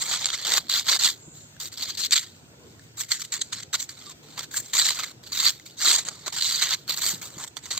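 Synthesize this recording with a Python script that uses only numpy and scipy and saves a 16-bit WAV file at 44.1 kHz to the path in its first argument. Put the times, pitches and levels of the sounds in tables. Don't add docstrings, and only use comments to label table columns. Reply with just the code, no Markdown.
import sys
import numpy as np
from scipy import signal
from scipy.fft import rfft, irfft, next_fast_len
from scipy.io import wavfile
from scipy.ndimage import uniform_filter1d, minimum_filter1d, map_coordinates

SR = 44100
rng = np.random.default_rng(int(sys.argv[2]) if len(sys.argv) > 2 else 0)


def level_to_linear(level):
    exponent = np.asarray(level, float) / 20
    return 10 ** exponent


def master(y):
    cut = np.clip(np.atleast_2d(y).T, -1, 1)
    pcm = np.round(cut * 32767)
    wavfile.write(sys.argv[1], SR, pcm.astype(np.int16))


N = 343539

# (time [s], level before its wavering [dB])
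RUMBLE_LEVEL = [(0.0, -55), (2.51, -52.5), (3.3, -55), (6.96, -53), (7.2, -52), (7.79, -54)]
# (frequency [Hz], relative level [dB])
RUMBLE_SPECTRUM = [(25, -17.5), (38, -26.5), (86, 0), (125, 2), (224, -3.5), (300, -2.5), (546, -9.5),
                   (1200, -18.5), (1500, -17), (1950, -38), (3300, -120)]
# (centre frequency [Hz], level before its wavering [dB])
HUM_NOTES = [(114, -63.5), (149, -62)]
# (frequency [Hz], relative level [dB])
RUSTLE_SPECTRUM = [(530, -33.5), (900, -10), (1150, -22), (1350, -6), (2300, 0), (8500, -2.5), (11000, -32)]
# (time [s], level [dB])
AIR_LEVEL = [(1.13, -65), (1.22, -53.5), (1.42, -51.5), (1.56, -69)]
# (frequency [Hz], relative level [dB])
AIR_SPECTRUM = [(6000, -34), (6600, 2), (7500, 6), (8300, -13), (8800, -49)]
# (frequency [Hz], left-right likeness [-1 to 1])
YARD_LIKENESS = [(60, 0.92), (180, 0.85), (550, 0.47), (1650, -0.33), (4970, -0.7), (15000, 1)]
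# (time [s], relative level [dB])
THUD_HITS = [(1.276, -27), (7.134, -24), (7.367, -26)]
# (time [s], centre pitch [Hz], level before its wavering [dB])
SQUEAK_PATH = [(4.055, 1230, -70), (4.075, 1200, -49), (4.105, 1060, -53), (4.135, 1020, -70)]
# (time [s], relative level [dB], ring pitch [Hz])
CRACK_HITS = [(0.246, -16, 3670), (0.2573, -6.5, 7370), (0.2667, -16.5, 4520), (0.2887, -17, 3670),
              (0.3029, -15.5, 3300), (0.3416, -17.5, 2100), (0.52, -12, 4500), (0.539, -8, 3600),
              (0.5802, -10, 7340), (0.669, -36, 4200), (0.684, -32, 4500), (0.698, -13, 3670),
              (0.717, -14, 4000), (0.726, -14, 4200), (0.7396, -12, 4370), (0.759, -14, 3500),
              (0.7956, -16, 3600), (0.868, -20, 3900), (0.889, -10, 3600), (0.8936, -9, 4500),
              (1.011, -15, 4200), (1.036, -5, 3790), (1.047, -11, 3600), (1.566, -40, 1640),
              (1.8249, -20, 4200), (2.0374, -18.5, 3770), (2.1095, -16.5, 6800), (2.1281, -10, 4440),
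              (2.158, -14, 3750), (2.178, -18, 2300), (2.7952, -40, 1750), (3.0095, -16.5, 7800),
              (3.118, -6.5, 4410), (3.3221, -23, 7500), (3.34, -19, 4400), (3.417, -14, 6270),
              (3.8932, -25, 4600), (4.378, -28, 1900), (4.5427, -21, 1640), (4.569, -15, 8260),
              (4.577, -17.5, 7500), (4.7337, -20.5, 3810), (4.769, -14, 3900), (4.7969, -8, 4660),
              (4.856, -11, 3800), (4.8887, -14, 2100), (4.907, -14, 4100), (5.484, -10, 4520),
              (5.448, -16, 4400), (5.5982, -36, 2070), (5.883, -4.5, 3910), (5.912, -6, 4100),
              (6.0516, -26.5, 6720), (6.0865, -15.5, 6520), (6.3265, -27, 4570), (6.5106, -16, 4270),
              (6.524, -13.5, 4630), (6.7378, -16, 4140), (6.747, -19, 3950), (6.879, -25, 4400),
              (6.8952, -17.5, 4330), (6.9072, -17, 3880), (7.5687, -23, 3480), (7.6574, -26.5, 6440),
              (7.7123, -20, 3950), (7.721, -23, 4500), (7.7295, -23, 4350), (7.7777, -16, 3900)]
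# (start [s], length [s], first level [dB], last level [dB], lying flat [0-1])
DRAG_STROKES = [(.03, .05, -33, -34.5, .78), (.2, .04, -36, -32, .7), (.257, .054, -31, -36, .58),
                (.375, .07, -37, -38, .7), (.449, .134, -29, -23, .8), (.695, .103, -27, -26, .4),
                (.8, .03, -30, -40, .45), (.845, .025, -44, -36, .65), (.868, .022, -30, -24, .65),
                (.892, .078, -19, -26, .7), (.992, .04, -27, -24, .45), (1.036, .068, -19, -26, .4),
                (1.105, .045, -33, -47, .4), (1.6, .085, -33, -41, .4), (1.775, .045, -38, -35.5, .45),
                (1.974, .091, -32, -28, .15), (2.972, .044, -40, -28, .43), (3.02, .03, -37, -43, .43),
                (3.085, .025, -47, -35, .3), (3.135, .055, -32, -44, .2), (3.324, .078, -26, -46, .38),
                (3.55, .055, -45, -41.5, .5), (3.731, .024, -32, -24, .55), (3.969, .155, -50, -46, .72),
                (4.232, .14, -57, -51, .9), (4.512, .045, -44, -34, .6), (4.616, .09, -45, -47.5, .45),
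                (4.736, .157, -24, -24.5, .5), (4.9, .075, -28, -38, .65), (5.053, .065, -44, -48, .75),
                (5.32, .182, -33, -21.5, .45), (5.77, .043, -49, -28.5, .5), (5.813, .066, -28.5, -19, .5),
                (5.879, .085, -18, -20.5, .52), (5.998, .04, -36, -41, .7), (6.1, .155, -46, -50.5, .9),
                (6.262, .02, -35.5, -31.5, .98), (6.326, .075, -33, -31, .6), (6.407, .2, -26, -29, .3),
                (6.68, .065, -29.5, -26.5, .63), (7.016, .078, -25, -26, .5), (7.215, .09, -39.5, -45, .75),
                (7.309, .066, -51, -48, .8), (7.381, .066, -42, -36, .93), (7.708, .06, -30, -41, .62)]
# (time [s], level [dB], rise [s per 20 dB], fall [s per 20 dB], lying flat [0-1])
FLICK_STROKES = [(.024, -23.5, .03, .018, .6), (.144, -24, .14, .085, .75), (.245, -22, .012, .006, .65),
                 (.341, -24.5, .04, .035, .6), (1.353, -51.5, .022, .2, .45),
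                 (1.726, -40.5, .012, .09, .43), (1.826, -28, .018, .055, .45),
                 (1.904, -32, .09, .038, .38), (1.952, -38, .036, .021, .3), (2.125, -17, .011, .042, .08),
                 (2.161, -14.5, .017, .04, .06), (2.353, -55, .04, .14, .15), (2.724, -58.5, .3, .13, .3),
                 (2.235, -37, .03, .03, .1), (2.84, -57, .12, .08, .35), (3.119, -19, .015, .027, .2),
                 (3.221, -25.5, .03, .011, .24), (3.251, -35.5, .028, .015, .3),
                 (3.418, -24.5, .011, .013, .03), (3.529, -26, .007, .03, .48),
                 (3.633, -38, .022, .009, .5), (3.805, -29, .03, .02, .35), (3.823, -32, .02, .037, .35),
                 (3.891, -41, .005, .1, .55), (4.394, -29, .03, .025, .98), (4.438, -35, .035, .02, .6),
                 (4.574, -22, .021, .026, .4), (4.604, -28.5, .032, .015, .43), (4.795, -18, .05, .04, .5),
                 (4.993, -29.5, .042, .057, .76), (5.041, -28.5, .031, .014, .75),
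                 (5.238, -42.5, .007, .022, .6), (5.268, -42.5, .015, .093, .58),
                 (5.663, -44.5, .014, .115, .48), (5.992, -22, .042, .015, .66),
                 (6.052, -39.5, .008, .1, .78), (6.088, -28.5, .037, .014, .83),
                 (6.304, -41, .027, .014, .85), (6.625, -20.5, .03, .09, .62),
                 (6.896, -27.5, .016, .12, .68), (6.974, -30.5, .051, .075, .64),
                 (7.1, -27, .021, .083, .63), (7.477, -38, .019, .015, .85), (7.573, -35, .011, .025, .88),
                 (7.657, -41, .042, .087, .75), (7.776, -29, .012, .021, .62)]
# (time [s], on edge [0-1], topmost hiss [0-1])
HAND_GRIP = [(0.03, .75, .45), (.3, .35, .06), (.54, .52, .62), (.75, .15, .58), (1.05, .55, .52),
             (1.64, .75, .75), (1.85, .15, .45), (2.1, .47, .47), (3.0, .85, .7), (3.15, .7, .45),
             (3.35, .82, .5), (3.42, .82, .1), (3.75, .6, .4), (3.82, .85, .6), (4.05, .6, .35),
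             (4.41, .6, .55), (4.57, .95, .75), (4.82, .58, .5), (5.45, .3, .7), (5.9, .72, .5),
             (6.08, .8, .15), (6.27, .55, .35), (6.46, .55, .52), (6.68, .35, .45), (6.91, .2, .76),
             (7.05, .75, .86), (7.57, .87, .35), (7.75, .7, .4)]
# (from [s], to [s])
HOSE_CONTACTS = [(2.09, 2.3), (3.08, 3.2), (3.31, 3.4), (3.51, 3.78), (4.37, 4.47), (4.96, 5.1),
                 (6.6, 6.76)]
# (time [s], frequency [Hz])
BLADE_CURL = [(.5, 3650), (1.05, 3900), (3.2, 4400), (4.75, 3950), (4.94, 4400), (5.5, 4400), (5.9, 4050),
              (6.33, 4400), (6.7, 4050)]
# (frequency [Hz], relative level [dB])
LEAF_SPECTRUM = [(150, -64.5), (250, -26.5), (538, -19.5), (767, -17.5), (2090, -9.5), (2650, -17.5),
                 (3780, -5), (4570, -1), (5070, -8), (7440, 8.5), (8500, 0), (11000, -38.5)]
# (frequency [Hz], relative level [dB])
SHEEN_SPECTRUM = [(10900, -77.5), (11500, 3.5), (14900, 7), (15800, -7), (16500, -62)]
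# (frequency [Hz], left-right likeness [-1 to 1])
LEAF_LIKENESS = [(300, 1), (1400, 0.76), (3100, 0.85), (6800, 0.17), (15000, 0.1)]
# (frequency [Hz], left minus right [dB])
PORT_COLOUR = [(300, 4.5), (1400, 0.5), (5000, -1.5), (8000, 0.5), (12000, 1.5)]
# (time [s], left minus right [dB])
LEAF_PLACE = [(0, -1), (1.9, -.3), (2.03, 4), (2.13, 0), (6.1, -1.2), (7.05, -2), (7.4, 0), (7.57, -8),
              (7.7, -1.5)]

LEAF_LAG_S = 4.5e-5
GAP_HZ = 8730


def unit(x):
    return x / np.sqrt(np.mean(x ** 2) + 1e-20)


def along(points, hz):
    f, v = np.transpose(points)
    return np.interp(np.log(hz + 1), np.log(f + 1), v)


def curves(rows, outside=None):
    s, *columns = np.transpose(rows)
    t = np.arange(N) / SR
    return np.array([np.interp(t, s, column, outside, outside) for column in columns])


def between(ends, share):
    return ends[0] + (ends[1] - ends[0]) * share


def wobble(rate):
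    knots = rng.standard_normal(int(N * rate / SR) + 4)
    return map_coordinates(knots, [np.arange(N) * rate / SR])


def filtered(x, response):
    m = next_fast_len(N + 8192)
    return irfft(rfft(x, m) * response(np.fft.rfftfreq(m, 1 / SR)), m)[..., :N]


def lag_left(pair, lag_s):
    sides = np.array([[1], [-1]])
    return filtered(pair, lambda hz: np.exp(-1j * np.pi * hz * lag_s * sides))


def stereo(pair, likeness, lag_s):
    def mid_side_gains(hz):
        angle = np.arccos(np.clip(along(likeness, hz), -1, 1)) / 2
        return np.array([np.cos(angle), np.sin(angle)])

    mid, side = filtered(pair, mid_side_gains)
    return lag_left(np.array([mid + side, mid - side]), lag_s)


def coloured(x, spectrum, lo_hz=0, hi_hz=SR):
    def response(hz):
        low_edge = 1 + (lo_hz / (hz + 1)) ** 12
        high_edge = 1 + (hz / hi_hz) ** 12
        return level_to_linear(along(spectrum, hz)) / np.sqrt(low_edge * high_edge)

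    return unit(filtered(x, response))


def below_gap(x):
    return filtered(x, lambda hz: 1 / (1 + (hz / GAP_HZ) ** 60))


def patchy(patchy_db, size):
    z = signal.stft(rng.standard_normal((2, N)), nperseg=size)[2]
    field = uniform_filter1d(rng.standard_normal(z.shape[1:]), size=4, axis=0)
    field = uniform_filter1d(field, size=3, axis=1)
    return signal.istft(z * level_to_linear(patchy_db * unit(field)), nperseg=size)[1][:, :N]


def rumble(noise):
    out = level_to_linear(curves(RUMBLE_LEVEL)[0] + 1.3 * wobble(3.3)) * coloured(noise, RUMBLE_SPECTRUM)
    for hz, db in HUM_NOTES:
        level = level_to_linear(db + 4.0 * wobble(3.06))
        out += level * np.sin(2 * np.pi * np.cumsum(hz + 1.6 * wobble(5.6)) / SR)
    return out


def rustle(noise):
    mix = below_gap(coloured(noise, RUSTLE_SPECTRUM)) + level_to_linear(-16) * coloured(noise, SHEEN_SPECTRUM)
    return level_to_linear(-57.5 + 1.2 * wobble(6)) * mix


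def airy_hiss(noise):
    return level_to_linear(curves(AIR_LEVEL, -120)[0]) * coloured(noise, AIR_SPECTRUM)


def yard():
    noise = stereo(patchy(patchy_db=2.5, size=1024), YARD_LIKENESS, lag_s=0)
    return rumble(noise) + rustle(noise) + airy_hiss(noise)


def thuds():
    out, t = np.zeros(N + SR), np.arange(SR // 8) / SR
    ring = np.sin(2 * np.pi * 170 * t) + 0.67 * np.sin(2 * np.pi * 310 * t)
    shape = level_to_linear(3.5 - 60 * t / 0.029) * (1 - np.exp(-t / 0.0066))
    for s, db in THUD_HITS:
        out[round(s * SR):][:len(t)] += level_to_linear(db) * shape * ring
    return out[:N]


def squeak():
    hz, db = curves(SQUEAK_PATH)
    level = level_to_linear(db + 3.3 * wobble(90)) * (db > -69)
    return level * np.sin(2 * np.pi * np.cumsum(hz * (1 + 0.0135 * wobble(77))) / SR)


def handling():
    land_s, lift_s = .0045, .012
    settle_db, settle_s = -19, .13
    d = np.transpose(DRAG_STROKES)[..., None]
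    f = np.transpose(FLICK_STROKES)[..., None]
    start, length = np.r_[d[0], f[0]], np.r_[d[1], 0 * f[0]]
    first_db, last_db = np.r_[d[2], f[1]], np.r_[d[3], f[1]]
    flat = np.r_[d[4], f[4]]
    rise, fall = np.r_[land_s + 0 * d[0], f[2]], np.r_[lift_s + 0 * d[0], f[3]]

    t = np.arange(0, N, 32) / SR
    early, late = np.maximum(start - t, 0), np.maximum(t - start - length, 0)
    held_db = between((first_db, last_db), np.clip((t - start) / (length + 1e-6), 0, 1))
    release_db = np.maximum(-20 * late / fall, settle_db - 20 * late / settle_s)
    db = held_db - 20 * early / rise + release_db
    lying = uniform_filter1d(flat[db.argmax(axis=0), 0], size=25)
    return curves(np.transpose([t, np.maximum(db.max(axis=0), -90), lying]))


def catches(rate, spread_db, t60):
    strength = level_to_linear(spread_db * np.minimum(rng.exponential(size=N), 4))
    hits = (rng.random(N) < rate / SR) * strength
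    power = signal.lfilter([1], [1, -level_to_linear(-120 / (t60 * SR))], hits ** 2)
    return unit(np.sqrt(np.abs(power)))


def rasp_envelope(drag):
    grain = catches(rate=1400, spread_db=2.6, t60=0.019) * level_to_linear(0.44 * wobble(80))
    power = (drag * unit(grain)) ** 2
    t = np.arange(SR // 16) / SR
    for s, db, hz in CRACK_HITS:
        part = power[round(s * SR):][:len(t)]
        part += level_to_linear(db - 8.5 - 60 * t[:len(part)] / 0.014) ** 2
    return np.sqrt(power)


def snaps(drag, rate):
    out = (rng.random(N) < rate / SR) * drag * level_to_linear(12.5 + 3.6 * rng.standard_normal(N))
    for s, db, hz in CRACK_HITS:
        out[round(s * SR)] += level_to_linear(db + 8)
    return out * rng.choice([-1, 1], size=N) * level_to_linear(1.06 * rng.standard_normal((2, N)))


def crack_rings():
    out, t = np.zeros((2, N + SR)), np.arange(SR // 16) / SR
    shape = level_to_linear(-1 - 60 * t / 0.016) * (1 - np.exp(-t / 0.0004))
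    phases = 0.48 * rng.standard_normal((len(CRACK_HITS), 2))
    for (s, db, hz), phase in zip(CRACK_HITS, phases):
        ring = np.sin(2 * np.pi * hz * t + phase[:, None])
        out[:, round(s * SR):][:, :len(t)] += level_to_linear(db) * shape * ring
    return out[:, :N]


def blade_ring(shaken):
    equal_hz, db_per_khz = 3900, 8
    upper = 1 / (1 + level_to_linear(-2 * db_per_khz * (curves(BLADE_CURL)[0] - equal_hz) / 1000))
    lower_half = coloured(shaken, LEAF_SPECTRUM, 2900, equal_hz)
    upper_half = coloured(shaken, LEAF_SPECTRUM, equal_hz, 4730)
    return np.sqrt(1 - upper) * lower_half + np.sqrt(upper) * upper_half


def leaf():
    drag_db, flat = handling()
    edge, hiss = curves(HAND_GRIP)
    t = np.arange(N) / SR
    hose = uniform_filter1d(sum(1. * (t > a) * (t < b) for a, b in HOSE_CONTACTS), size=441)

    deep_db = between((-37, -8), flat)
    low_db = between((-15.5, -9), flat) + 5.5 * hose
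    high_db = between((-11, 1.1), edge)
    sheen_db = between((-22.5, -4.5), hiss) - .22 * (np.maximum(drag_db, -33) + 26)

    drag = level_to_linear(drag_db)
    rasp = rasp_envelope(drag)
    push = lag_left(snaps(drag, rate=90), LEAF_LAG_S)
    noise = unit(stereo(patchy(patchy_db=3.5, size=512), LEAF_LIKENESS, LEAF_LAG_S))
    shaken = rasp * noise + push
    rms = np.sqrt(np.mean(shaken ** 2))

    body = level_to_linear(deep_db) * coloured(shaken, LEAF_SPECTRUM, hi_hz=1200)
    body += level_to_linear(low_db) * coloured(shaken, LEAF_SPECTRUM, 1200, 3070)
    body += np.sqrt(np.clip(1 - level_to_linear(high_db) ** 2, .05, 1)) * level_to_linear(-1.7) * blade_ring(shaken)
    body += level_to_linear(high_db) * coloured(shaken, LEAF_SPECTRUM, lo_hz=5300)
    sheen = level_to_linear(sheen_db) * rms * coloured(shaken, SHEEN_SPECTRUM)
    near = below_gap(rms * body + crack_rings()) + sheen

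    half_each = np.array([[.5], [-.5]])
    near = filtered(near, lambda hz: level_to_linear(half_each * along(PORT_COLOUR, hz)))
    return near * level_to_linear(half_each * curves(LEAF_PLACE))


def scene():
    return yard() + thuds() + squeak() + leaf()


def roll_off(x):
    return signal.sosfilt(signal.butter(12, 16750, fs=SR, output="sos"), x)


def record(dry):
    need = np.minimum(1, .8 / (np.abs(dry).max(axis=0) + 1e-9))
    gain = uniform_filter1d(minimum_filter1d(need, size=261), size=260)
    return roll_off(dry * gain)


dry = scene()
out = record(dry)
master(out)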